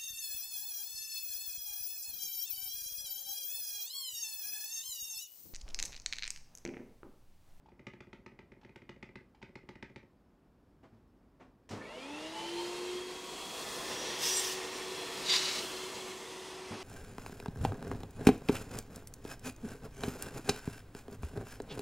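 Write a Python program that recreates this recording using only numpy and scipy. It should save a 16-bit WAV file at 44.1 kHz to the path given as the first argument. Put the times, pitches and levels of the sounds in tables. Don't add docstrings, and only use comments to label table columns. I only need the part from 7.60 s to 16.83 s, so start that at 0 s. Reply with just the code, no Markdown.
import sys
import numpy as np
from scipy import signal
from scipy.fft import rfft, irfft, next_fast_len
from scipy.io import wavfile
from scipy.ndimage import uniform_filter1d, map_coordinates

SR = 44100
rng = np.random.default_rng(int(sys.argv[2]) if len(sys.argv) > 2 else 0)


def wav_out(sig):
    wavfile.write(sys.argv[1], SR, np.round(np.clip(np.atleast_2d(sig).T, -1, 1) * 32767).astype(np.int16))


N = 407043

# cycles_per_turn, speeding_up_db, full_speed_db, roughness_rad
MOTOR_TONES = [(2, -57.5, -70, .15), (2.612, -59, -63, .15), (3, -61, -64, .1), (7, -68, -73, .8),
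               (9, -57, -64, .75), (12, -60, -72, 1.1), (13, -70, -70, 1.2)]
# pitch_hz, width_hz, boost_db
HOUSING_PEAKS = [(510, 30, 14), (632, 49, 10.5), (864, 19, 11), (906, 61, 7), (1710, 130, -1),
                 (2330, 120, 5), (2676, 200, 9.5), (2990, 410, 4.5), (3265, 48, 9), (3326, 47, 7),
                 (4170, 130, 9.5)]
# pitch_hz, width_hz, boost_db
HUM_PEAKS = [(200, 90, -22), (292, 45, 6), (333, 9, -5), (348.5, 12, 10), (362.3, 4, 8.5),
             (369.3, 4.5, -17), (372.7, 1.6, 2.5)]
# time_s, level_db
NEARNESS = [(4.3, -2.5), (5.05, -1), (5.45, -4), (5.9, -2.5), (6.5, 3.5), (7.05, 0), (7.55, 0),
            (8.05, -0.1), (8.6, -5), (9.23, -6.5)]
# time_s, share_0_to_1
FACING = [(5.6, 0.3), (6.15, 0.95), (6.9, 0.23), (7.1, 0.7), (7.6, 0.74), (8.2, 0.58), (9.23, 0.3)]
# pitch_hz, level_db
EXHAUST_ROAR = [(40, -22), (100, -12.5), (170, -2.5), (240, -3), (320, -0.5), (450, 3), (600, -3),
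                (780, -4.5), (1050, -2), (1400, -8.5), (2200, -25.5), (5000, -66)]
# pitch_hz, level_db
HOSE_HISS = [(600, -38), (1400, -2.5), (1900, 1.5), (2700, 2.5), (3400, 1), (4400, 0.5), (5800, -3.5),
             (7000, -8), (9000, -21.5), (15000, -49)]
# pitch_hz, width_hz, boost_db
TUBE_PEAKS = [(1070, 350, -18), (1787, 340, 10.5), (2620, 700, 4), (3400, 610, 7.5), (4130, 300, 7),
              (5300, 1300, 7), (5960, 440, 3), (7500, 400, -3), (8400, 380, -25)]
# pitch_hz, level_db
NOZZLE_FIZZ = [(3000, -23), (6500, -1), (8500, -2), (10500, -7.5), (13000, -16.5), (15700, -54)]
# pitch_hz, level_db
SLOT_HISS = [(7000, -19), (10500, -7), (12000, 2), (14500, 1), (15700, 1)]
# time_s, level_db
TREBLE = [(4.24, -86), (5.03, -64.5), (5.45, -68), (6.15, -52.5), (6.55, -60), (7.3, -59.5), (8.05, -54.5),
          (8.55, -64), (9.23, -76.5)]
# start_s, length_s, level_db, gulp_db
PASSES = [(6.635, 0.28, -34, 3), (7.695, 0.29, -34, 7)]
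# pitch_hz, level_db
HOLE_AIR = [(600, -45), (1080, -4.5), (1420, -18), (1850, -15), (2300, -16), (3400, 0), (4200, -7.5),
            (5700, 2.5), (7000, -6), (8400, -9), (11000, -12.5), (15500, -18)]
# pitch_hz, width_hz, boost_db
HOLE_PEAKS = [(1830, 250, 12.5), (2620, 260, 5), (3330, 250, 0.5), (5200, 160, 4), (5500, 200, -8),
              (8060, 320, 3.5), (8700, 360, -1)]
# pitch_hz, level_db
RIBS_AIR = [(550, -40), (950, -0.5), (1500, -6), (2200, -2.5), (2560, -4), (2950, -3.5), (3800, 2),
            (4700, 3.5), (6400, -0.5), (9000, -9), (15500, -30)]
# pitch_hz, width_hz, boost_db
RIBS_PEAKS = [(2180, 400, 7.5), (2840, 430, 6.5), (3900, 400, 5.5), (4700, 280, 3), (5760, 280, 0.5)]
# middle_s, length_s, pitch_hz, width_hz, level_db
WHISTLES = [(4.22, 0.09, 1780, 80, -52.5), (4.256, 0.12, 2250, 120, -55), (6.444, 0.53, 5780, 300, -48),
            (6.662, 0.13, 5200, 240, -37.5), (6.731, .25, 5800, 240, -38), (6.779, 0.14, 7530, 350, -37.5),
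            (6.78, 0.18, 8650, 350, -40.5), (7.729, 0.14, 3670, 480, -30),
            (7.71, 0.053, 4650, 261.7, -33.5), (7.86, .26, 3740, 240, -47)]
# start_s, level_db
SWITCH_SNAPS = [(4.091, -50.5), (4.11, -49.5), (4.126, -60)]
# pitch_hz, level_db
SPARK = [(600, 9.5), (1700, 2), (3500, 1), (6000, 0.5), (9000, -9.5), (15500, -28)]
# start_s, knock_db, fall_back_after_s, fall_back_db
STROKES = [(0.119, -60, 0.075, -49.5), (0.268, -37.5, 0.067, -47), (0.405, -43, 0.065, -56.5),
           (0.53, -42.5, 0.06, -62), (0.662, -43, 0.056, -56.5), (0.79, -46, 0.038, -71),
           (0.919, -50, 0.047, -63), (1.048, -48, 0.045, -52), (1.159, -43, 0.06, -50.5),
           (1.292, -39.5, 0.07, -55), (1.427, -39.5, 0.063, -52.5), (1.556, -40.5, 0.051, -58),
           (1.827, -41, 0.065, -55.5), (1.955, -39.5, 0.076, -58), (2.089, -39.5, 0.066, -47),
           (2.226, -38, 0.072, -52.5), (2.36, -40, 0.07, -56)]
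# start_s, squeak_db, scrape_db
SLIPS = [(0.059, -53.5, -63.5), (0.086, -49, -64), (1.012, -70, -59), (1.031, -53.5, -59),
         (1.747, -56, -59.5), (1.816, -51, -54)]
# pitch_hz, level_db, fade_s
BOTTLE_WALL = [(890, -6, 0.038), (1266, -11, 0.031), (1545, -8.5, 0.019), (2013, 0.5, 0.016),
               (2137, 3, 0.014), (2374, 3, 0.012), (2770, -7.5, 0.0075)]
# pitch_hz, level_db, fade_s
CARTRIDGE_BODY = [(133.3, -3, 0.087), (209.3, 4.5, 0.042), (249.4, 1, 0.04), (359.5, 7, 0.035),
                  (541, -3, 0.039)]
# pitch_hz, level_db
PLASTIC_SNAP = [(400, -9), (1200, 7.5), (2300, 9.5), (3800, 2.5), (5600, -2.5), (7000, -10.5),
                (9000, -18.5), (12000, -44), (16000, -52)]
# start_s, thump_db, rattle_db, fade_s, cutoff_hz
BUMPS = [(3.228, -54, -53, 0.24, 4480), (3.323, -54, -67, 0.49, 6000), (3.796, -59, -50, 0.31, 4460),
         (4.104, -38, -42.5, 0.65, 7000), (9.104, -35.5, -37.5, 0.3, 4026)]
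# pitch_hz, level_db, fade_s
THUMP = [(103, 2.5, 0.44), (132, -5, .4), (202, -3, .4), (223.6, 2, 0.33)]
# pitch_hz, level_db
RATTLE = [(80, -27), (220, 9), (550, 2.5), (1000, -1.5), (1800, -8), (4000, -19), (8000, -22), (15000, -35)]
# pitch_hz, fade_s
ECHO_FADE = [(150, 0.28), (600, 0.22), (2200, 0.24), (6000, 0.24), (14000, 0.23)]
# pitch_hz, level_db
ECHO_LEVEL = [(150, -11.5), (500, -7.5), (1100, -7), (1600, -3.5), (2300, -4), (3500, -7), (9000, -9)]
# pitch_hz, level_db
ROOM_NOISE = [(20, -34), (31, -14), (45, -4.5), (70, -11.5), (140, -13.5), (270, -11.5), (520, -22.5),
              (1100, -29), (2200, -39.5), (4400, -47), (4800, -50), (5500, -49.5), (9000, -53),
              (13900, -54), (15500, -57)]
# pitch_hz, width_hz, boost_db
ROOM_PEAKS = [(4700, 60, 12), (5290, 80, 11)]

ON_S, FIRST_HZ, FULL_HZ = 4.09, 89, 372.9


def vacuum():
    since_on = np.maximum(np.arange(N) / SR - ON_S, 0)
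    climb_left = 0.537 * np.exp(-since_on / 0.251) + 0.463 * np.exp(-since_on / 0.488)
    speed_hz = FULL_HZ - (FULL_HZ - FIRST_HZ) * climb_left
    near_db = over_time(NEARNESS)
    fade_in = np.minimum(since_on / 0.084, 1)
    return switch() + fade_in * (motor(speed_hz, near_db) + airflow(speed_hz, near_db))


def motor(speed_hz, near_db):
    turns = np.cumsum(speed_hz * (1 + 0.000632 * wobble(12))) / SR
    hum_db = -45.5 + boost(HUM_PEAKS, speed_hz) + 0.55 * near_db + 1.5 * wobble(8)
    hum = gain(hum_db) * np.sin(2 * np.pi * turns)
    pace = speed_hz / FULL_HZ
    settled = pace ** 16
    whine = np.zeros(N)
    for cycles, rising_db, steady_db, roughness in MOTOR_TONES:
        flutter = roughness * (wobble(190) + wobble(55))
        level_db = rising_db + (steady_db - rising_db) * settled + boost(HOUSING_PEAKS, cycles * speed_hz)
        if cycles > 5:
            level_db += 2 + near_db
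        flicker = unit_rms(gain(2 * wobble(24) + 2.8 * wobble(80)))
        flare_db = 3 * (1 - settled) * wobble(11)
        whine += gain(level_db + flare_db) * flicker * np.sin(2 * np.pi * cycles * turns + flutter)
    return np.sqrt(2) * (hum * pace + whine * pace ** 1.3)


def airflow(speed_hz, near_db):
    pace = speed_hz / FULL_HZ
    facing = np.clip(over_time(FACING), 0, 1)
    treble_db = over_time(TREBLE)
    roar_db = -44 + 0.57 * near_db - 5 * (1 - facing) + 0.28 * wobble(25)
    roar = gain(roar_db) * pace ** 0.39 * standing_waves(noise(EXHAUST_ROAR))
    hose = standing_waves(noise(HOSE_HISS))
    hollow = unit_rms(filtered(hose, lambda hz: gain(boost(TUBE_PEAKS, hz))))
    dull = filtered(hose, lambda hz: 1 / (1 + (hz / 3600) ** 4))
    brightness = np.clip(pace ** 2 + 0.05 * near_db, 0, 1)
    turned_away = brightness * hose + (1 - brightness) * dull
    blend = facing * hollow + (1 - facing) * turned_away
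    hiss = gain(-45 + 0.93 * near_db) * pace ** 1.77 * blend
    fizz_db = -48.5 + 0.16 * near_db + 0.46 * (treble_db - treble_db.max())
    fizz = gain(fizz_db) * pace * standing_waves(noise(NOZZLE_FIZZ))
    slot = gain(treble_db - 3.5) * standing_waves(noise(SLOT_HISS))
    return gain(0.55 * wobble(18)) * (roar + hiss + fizz + slot)


def nozzle(one_pass, spectrum, peaks, grain_db):
    start_s, length_s, level_db, gulp_db = one_pass
    t = np.arange(N) / SR - start_s
    grains = (rng.random(N) < 500 / SR) * rng.standard_normal(N)
    jet = rng.standard_normal(N) + gain(grain_db) * unit_rms(grains)
    jet = filtered(jet, lambda hz: gain(at_pitch(spectrum, hz) + boost(peaks, hz)))
    gap_db = np.minimum(234 * t, -13 * t) - 210 * np.maximum(t - length_s, 0)
    gulp = np.exp(-((t - 0.054) / 0.038) ** 2)
    return gain(level_db + gap_db + gulp_db * gulp + 1.13 * wobble(90)) * standing_waves(jet)


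def standing_waves(sound):
    hz, _, bands = signal.stft(sound, SR, nperseg=2048)

    def patches(height, frames):
        speckle = rng.standard_normal(bands.shape)
        return unit_rms(uniform_filter1d(uniform_filter1d(speckle, height, 0), frames, 1))

    narrow = rng.standard_normal((len(hz), 1)) + patches(height=3, frames=22)
    broad = patches(height=13, frames=16)
    narrow_db = narrow * at_pitch([(1000, 1.7), (4000, 1.6), (10000, 0.9)], hz)[:, None]
    broad_db = broad * at_pitch([(700, 0), (2500, 1.3), (8000, 1.3), (14000, 0.8)], hz)[:, None]
    return unit_rms(signal.istft(bands * gain(narrow_db + broad_db), SR, nperseg=2048)[1][:N])


def whistles():
    out = np.zeros(N)
    for middle_s, length_s, pitch_hz, width_hz, level_db in WHISTLES:
        swell = np.hanning(round(length_s * SR))
        band = filtered(rng.standard_normal(SR), lambda hz: resonance(hz, pitch_hz, width_hz))
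        add(out, middle_s - length_s / 2, gain(level_db) * swell * unit_rms(band[:len(swell)]))
    return out


def switch():
    out, t = np.zeros(N), np.arange(SR // 3) / SR
    for start_s, level_db in SWITCH_SNAPS:
        add(out, start_s, gain(level_db) * fade(t, 0.32) * noise(SPARK, len(t)))
    return out


def bottle():
    out, t = np.zeros(N), np.arange(SR // 3) / SR
    for start_s, knock_db, back_s, back_db in STROKES:
        add(out, start_s, knock(knock_db))
        add(out, start_s + back_s, knock(back_db))
    for start_s, squeak_db, scrape_db in SLIPS:
        scrape = gain(scrape_db) * noise(PLASTIC_SNAP, len(t)) * fade(t, 0.045) * rise(t, 0.0038)
        squeak = gain(squeak_db) * ring([(860, 0, 0.038)], t, rise_s=0.00032)
        add(out, start_s, with_echo(squeak + scrape, delay_s=0.011))
    return out


def knock(level_db):
    t = np.arange(SR // 3) / SR
    softer_db = max(-43 - level_db, 0)
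    body_db = level_db - 3 + 0.66 * softer_db
    snap_db = level_db - 7 - 0.49 * softer_db
    wall = ring(BOTTLE_WALL, t, rise_s=0.0011)
    body = ring(CARTRIDGE_BODY, t, rise_s=0.0046)
    out = gain(level_db - 1) * wall / np.abs(wall).max()
    add(out, 0.002, gain(body_db) * body / np.abs(body).max())
    sifting = gain(-14.5) * fade(t, 0.1)
    out += gain(snap_db) * noise(PLASTIC_SNAP, len(t)) * (fade(t, 0.018) + sifting) * rise(t, 0.00087)
    add(out, 0.0035, gain(snap_db - 6) * noise(PLASTIC_SNAP, len(t)) * fade(t, 0.015))
    return with_echo(out, delay_s=0.012)


def bumps():
    out, t = np.zeros(N), np.arange(SR // 2) / SR
    for start_s, thump_db, rattle_db, fade_s, cutoff_hz in BUMPS:
        thump = gain(thump_db - 1) * ring(THUMP, t, rise_s=0.013)
        rattle = gain(rattle_db + 0.75 * wobble(190, len(t))) * noise(RATTLE, len(t)) * rise(t, 0.011)
        rattle = filtered(rattle, lambda hz: 1 / np.sqrt(1 + (hz / cutoff_hz) ** 4))
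        add(out, start_s, (thump + rattle) * fade(t, fade_s))
    return out


def with_echo(sound, delay_s):
    hz, t, bands = signal.stft(rng.standard_normal(len(sound)), SR, nperseg=256)
    tail = signal.istft(bands * fade(t, at_pitch(ECHO_FADE, hz)[:, None]), SR, nperseg=256)[1]
    tail = filtered(tail / np.linalg.norm(tail), lambda hz: gain(at_pitch(ECHO_LEVEL, hz)))
    delayed = np.pad(sound, (round(delay_s * SR), 0))
    return sound + signal.fftconvolve(delayed, tail)[:len(sound)]


def room_tone():
    level_db = -65 + 0.14 * wobble(6.5)
    return gain(level_db) * filtered(noise(ROOM_NOISE), lambda hz: gain(boost(ROOM_PEAKS, hz)))


def ring(tones, t, rise_s):
    out = np.zeros(len(t))
    for hz, level_db, fade_s in tones:
        detune, extra_db = rng.normal(0, 0.01), rng.normal(0, 1)
        out += gain(level_db + extra_db) * fade(t, fade_s) * np.sin(2 * np.pi * hz * (1 + detune) * t)
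    return out * rise(t, rise_s)


def noise(spectrum, size=N):
    return unit_rms(filtered(rng.standard_normal(size), lambda hz: gain(at_pitch(spectrum, hz))))


def wobble(rate_hz, size=N):
    return map_coordinates(rng.standard_normal(4096), [np.arange(size) * rate_hz / SR], mode="wrap")


def filtered(sound, response):
    size = next_fast_len(len(sound) + 8192)
    return irfft(rfft(sound, size) * response(np.fft.rfftfreq(size, 1 / SR)), size)[:len(sound)]


def resonance(hz, pitch_hz, width_hz):
    return 1 / (1 + (2 * (hz - pitch_hz) / width_hz) ** 2)


def boost(peaks, hz):
    return sum(db * resonance(hz, pitch_hz, width_hz) for pitch_hz, width_hz, db in peaks)


def at_pitch(table, hz):
    pitches, values = np.transpose(table)
    return np.interp(np.log(hz + 1), np.log(pitches + 1), values)


def over_time(table):
    return np.interp(np.arange(N) / SR, *np.transpose(table))


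def rise(t, rise_s):
    return 1 - np.exp(-t / rise_s)


def fade(t, fade_s):
    return gain(-60 * t / fade_s)


def gain(db):
    return 10 ** (np.asarray(db) / 20)


def unit_rms(sound):
    return sound / np.sqrt(np.mean(sound ** 2) + 1e-20)


def add(track, start_s, sound):
    start = max(round(start_s * SR), 0)
    part = track[start:start + len(sound)]
    part += sound[:len(part)]


def scene():
    over_hole, over_ribs = PASSES
    mono = vacuum()
    mono += nozzle(over_hole, HOLE_AIR, HOLE_PEAKS, grain_db=-14)
    mono += nozzle(over_ribs, RIBS_AIR, RIBS_PEAKS, grain_db=-19)
    mono += room_tone() + bottle() + bumps() + whistles()
    return np.array([mono, mono])


def record(dry):
    return np.array([filtered(channel, lambda hz: hz < 15750) for channel in dry])


dry = scene()
out = record(dry)
wav_out(out)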